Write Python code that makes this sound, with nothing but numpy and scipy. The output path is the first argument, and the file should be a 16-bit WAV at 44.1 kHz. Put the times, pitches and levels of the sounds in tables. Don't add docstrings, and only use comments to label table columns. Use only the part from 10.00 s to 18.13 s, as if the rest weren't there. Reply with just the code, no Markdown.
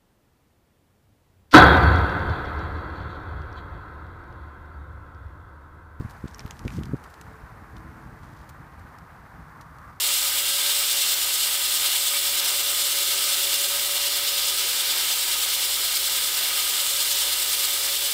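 import sys
import numpy as np
from scipy import signal
from scipy.fft import rfft, irfft, next_fast_len
from scipy.io import wavfile

SR = 44100
rng = np.random.default_rng(int(sys.argv[2]) if len(sys.argv) > 2 else 0)


def generate_wav(sig):
    pcm = np.round(np.clip(np.atleast_2d(sig).T, -1, 1) * 32767).astype(np.int16)
    wavfile.write(sys.argv[1], SR, pcm)


N = 358533
TIME = np.arange(N) / SR
SEGMENT_COUNT = 60


def grinding(turns, level_db, throb, sand_db, sing_db, gravel_db):
    # f/Hz, relative level per Hz/dB
    grind_spectrum = [(150, -89.5), (330, -82.5), (480, -81.5), (800, -75), (1080, -78.5), (1400, -71.5),
                      (2550, -69), (3000, -64), (3600, -59.5), (4600, -64.5), (5500, -66), (6300, -71),
                      (7900, -62.5), (9500, -66.5), (12400, -68.5), (14200, -67.5), (16000, -72.5)]
    # share of a turn, level/dB at throb 1
    runout = [(.03, -0.3), (.14, 0), (.25, 0.5), (.35, 0.9), (.44, 1.5), (.48, -0.3), (.57, 1.4),
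              (.63, 1.75), (.7, 3), (.79, 1.8), (.86, 2.4), (.94, -1.5)]
    # f/Hz, width/Hz, boost/dB
    guard_modes = [(928, 96, 7.5), (994, 27, 5.5), (1141, 27, 3), (1238, 64, 5.5), (1255, 53, 4.5),
                   (1210, 130, 2.5), (1311, 18, 9), (1492, 33, 4.5), (1560, 140, 1.5), (1591, 20, 6.5),
                   (2000, 17, 0.5), (2120, 78, 5), (2304, 31, 7), (2200, 170, 1.3), (2416, 55, 4.5)]
    # f/Hz, width/Hz, boost/dB
    blade_modes = [(2620, 32, 2.5), (2784, 96, 5.5), (2954, 42, 6), (3104, 21, 6.5), (3500, 120, 2),
                   (4260, 78, 7), (4840, 124, 5), (5085, 63, 5.5), (5510, 44, 8.5), (5990, 41, 7.5),
                   (6150, 100, 3.5), (6370, 21, 11.5), (6550, 16, 8), (7000, 45, 7), (7430, 20, 8),
                   (7800, 22, 2.5), (8700, 38, 4), (10600, 200, 2), (11175, 180, 2.5), (11500, 200, 1.5),
                   (13027, 50, -1.5), (13260, 200, 3), (14200, 50, 8), (14300, 25, 6.3), (14000, 46, 3),
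                   (14520, 100, 7.5), (14900, 110, 13.5)]

    fine_hz = 4200
    coarse_scratch = band(rim_noise(turns, memory=0.52), fine_hz, "low", order=1)
    fine_scratch = band(rng.standard_normal(N), fine_hz, "high", order=1)
    chipping = from_db(-9) * chips(per_s=2500, spread_db=2.5)
    noise = coloured(coarse_scratch + fine_scratch + chipping, grind_spectrum)
    gravel, ring, whine, sing, sand = split(noise, edges_hz=[2570, 3980, 6400, 9450])

    share, pressure_db = np.transpose(runout)
    bite_db = throb * np.interp(turns, share, pressure_db, period=1) + 0.5 * drift(25)
    entry_db = 0.23 * np.cos(2 * np.pi * SEGMENT_COUNT * turns)

    flare_db = 0.7
    families = (ring, whine, from_db(sing_db) * sing)
    ringing = sum(from_db(flare_db * drift(2.8)) * family for family in families)

    bright_ring = from_db(bite_db + entry_db) * ringing
    hiss = from_db(0.93 * bite_db + entry_db + sand_db) * sand
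    rasp = from_db(gravel_db + 0.077 * bite_db + 1.04 * drift(14)) * gravel

    through_guard = resonate(bright_ring + hiss + rasp, guard_modes)
    steel = shimmer(resonate(through_guard, blade_modes))
    return from_db(level_db) * rms_one(steel)


def pebbles():
    # t/s, length/s, low f/Hz, high f/Hz, level at the peak/dB
    stones = [(4.64, 0.14, 315, 500, -50.5), (5.89, 0.11, 630, 710, -53), (6.42, 0.066, 534, 700, -42.5)]
    out = np.zeros(N)
    for s, length, low_hz, high_hz, db in stones:
        grumble = rms_one(band(rng.standard_normal(N), [low_hz, high_hz], "band"))
        out += from_db(db) * swell(s, length) * grumble
    return out


def blade_hum(turns, thrum_db):
    # t/s, level/dB
    segment_hum = [(0, -56), (.65, -48), (1.85, -62), (2.12, -48.5), (2.9, -49.5), (3.5, -47), (4.3, -47),
                   (5.1, -65), (6.6, -65), (7, -53.5), (7.9, -49), (8.13, -55)]
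    # multiple of the turn rate, level before the thrum curve/dB
    drive_orders = [(37, -79), (38, -70.5), (41, -78), (48, -70), (50, -66), (52, -65.5)]
    # f/Hz, relative level per Hz/dB
    thrum_spectrum = [(200, -30), (330, -7), (390, 2), (480, -7.5), (560, 8), (680, -27), (900, -23)]

    hum_db, = in_time(segment_hum)
    segment_orders = [(SEGMENT_COUNT, 0), (2 * SEGMENT_COUNT, -13)]
    segments = from_db(hum_db) * tones(turns, segment_orders, waver_db=0.5)
    block = from_db(-55.5) * coloured(rim_noise(turns, memory=0.63), thrum_spectrum)
    drive = tones(turns, drive_orders, waver_db=4.0)
    return segments + from_db(thrum_db) * (block + drive)


def excavator():
    # multiple of the crank rate, level/dB
    engine_orders = [(2, -60), (4, -82.5), (6, -74), (8, -75), (9, -65.5), (10, -72), (12, -59), (15, -64),
                     (18, -56.5), (24, -64.5)]
    # f/Hz, relative level per Hz/dB
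    rumble_spectrum = [(15, -13), (35, -11), (65, 7), (110, 2), (220, -6.5), (400, -20), (1000, -23)]
    crank_hz = 31.34
    crank_turns = np.cumsum(crank_hz * (1 + 0.001 * drift(1.5))) / SR
    drone = tones(crank_turns, engine_orders, waver_db=1.6)
    rumble = from_db(-64.0) * coloured(rng.standard_normal(N), rumble_spectrum)
    return drone + rumble


def rim_noise(turns, memory):
    keep = np.clip(memory, 0, 0.98)
    size = int(N / turns[-1])
    rim = rng.standard_normal((int(turns[-1]) + 1, size))
    for k in range(1, len(rim)):
        rim[k] = keep * rim[k - 1] + np.sqrt(1 - keep ** 2) * rim[k]
    return rim.ravel()[(turns * size).astype(int)]


def chips(per_s, spread_db):
    size_db = spread_db * np.minimum(rng.exponential(1, N), 4)
    sizes = from_db(size_db) * rng.choice([-1, 1], N)
    return rms_one(sizes * (rng.random(N) < per_s / SR))


def resonate(x, modes):
    hz, width, db = np.transpose(modes)
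    a, lift = np.tan(np.pi * width / SR), from_db(db / 2)
    c = -2 * np.cos(2 * np.pi * hz / SR)
    sos = np.stack([1 + a * lift, c, 1 - a * lift, 1 + a / lift, c, 1 - a / lift], axis=1)
    return signal.sosfilt(sos / sos[:, 3:4], x)


def shimmer(x):
    t60, share = 0.13, 0.21
    size = int(t60 * SR)
    tail = rng.standard_normal(size) * from_db(-60 * np.arange(size) / (t60 * SR))
    return x + share * signal.fftconvolve(x, tail / np.linalg.norm(tail))[:N]


def tones(turns, orders, waver_db):
    total = 0
    for k, db in orders:
        strength = np.sqrt(2) * from_db(db + waver_db * drift(2.9))
        total = total + strength * np.sin(2 * np.pi * (round(k) * turns + rng.random()))
    return total


def split(x, edges_hz):
    below = []
    for hz in edges_hz:
        low_pass = signal.butter(4, hz, fs=SR, output="sos")
        below.append(signal.sosfiltfilt(low_pass, x))
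    return np.diff([0 * x, *below, x], axis=0)


def coloured(x, spectrum):
    size = next_fast_len(N)
    hz, db = np.transpose(spectrum)
    bin_hz = np.arange(size // 2 + 1) * SR / size
    gain = from_db(np.interp(np.log(bin_hz + 1), np.log(hz), db))
    return rms_one(irfft(rfft(x, size) * gain, size)[:N])


def band(x, hz, kind, order=2):
    sos = signal.butter(order, np.clip(hz, 10, 0.45 * SR), kind, fs=SR, output="sos")
    return signal.sosfilt(sos, x)


def drift(rate):
    r = np.exp(-80 * np.pi * rate / SR)
    noise = rng.standard_normal(N // 40 + 2002)
    slow = signal.lfilter([1], [1, -2 * r, r * r], noise)[2000:]
    return np.interp(np.arange(N) / 40, np.arange(len(slow)), rms_one(slow))


def swell(s, length):
    return np.exp(-(2 * (TIME - s) / length) ** 2)


def in_time(rows):
    s, *columns = np.transpose(rows)
    return [np.interp(TIME, s, c) for c in columns]


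def rms_one(x):
    return x / np.sqrt(np.mean(x ** 2) + 1e-20)


def from_db(db):
    return 10 ** (np.asarray(db) / 20)


def scene():
    # t/s, segments entering the cut per s
    speed = [(0, 571.9), (1, 570.2), (1.9, 571.7), (3.2, 570.1), (4.3, 572.5), (5.3, 569.8), (5.7, 573.2),
             (6, 571), (7.6, 570.8), (8.13, 569.4)]
    # t/s, grinding level/dB
    feed = [(0, -22.5), (.8, -22.5), (1.65, -23.5), (1.87, -22.5), (2.95, -23), (3.3, -22), (3.8, -23.5),
            (4.4, -22.5), (4.75, -22), (5, -22.5), (5.7, -23), (7.25, -23), (8.13, -23.5)]
    # t/s, level/dB
    treble = [(0, 1), (1.5, 0.96), (3.4, 0.7), (3.8, -0.1), (4.4, -1.5), (5.5, -0.5), (6.7, .5),
              (8.13, 0.5)]
    # t/s, level/dB
    block_thrum = [(0, -6), (1.9, -3), (3.1, 5), (4.1, 2.5), (4.95, 3), (5.7, 1.5), (6.55, 1.5),
                   (8.13, 1.5)]
    # t/s, extra depth
    throb_swells = [(1.1, 0.51), (1.85, 0.49), (2.42, 0.55), (3.05, .3), (3.62, .45), (4.02, .7),
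                    (4.38, 0.27), (5.4, 0.49), (5.98, 0.45), (7.12, 0.66), (7.58, 0.68)]
    # t/s, length/s, extra level/dB
    rasp_swells = [(1.15, 0.66, 1), (4.98, 0.14, 1.8), (6.6, 0.9, 1)]

    turns = np.cumsum(in_time(speed)[0]) / SR / SEGMENT_COUNT
    level_db, treble_db, thrum_db = (in_time(curve)[0] for curve in (feed, treble, block_thrum))

    base_throb, swell_s = 0.74, 0.23
    throb = base_throb + sum(depth * swell(s, swell_s) for s, depth in throb_swells)

    sand_base_db, sand_follows, sand_steadiness = -0.5, 0.6, 0.55
    feed_swing_db = level_db - level_db.mean()
    sand_db = sand_base_db + sand_follows * treble_db - sand_steadiness * feed_swing_db

    sing_db = 0.16 + 1.25 * treble_db
    gravel_db = -0.17 + sum(db * swell(s, length) for s, length, db in rasp_swells)

    cut = grinding(turns, level_db, throb, sand_db, sing_db, gravel_db) + pebbles()
    yard = cut + blade_hum(turns, thrum_db) + excavator()
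    return np.stack([yard, yard])


def record(dry):
    cutoff_hz = 15750
    low_pass = signal.ellip(14, 0.1, 80, cutoff_hz, fs=SR, output="sos")
    return signal.sosfilt(low_pass, dry)


dry = scene()
out = record(dry)
generate_wav(out)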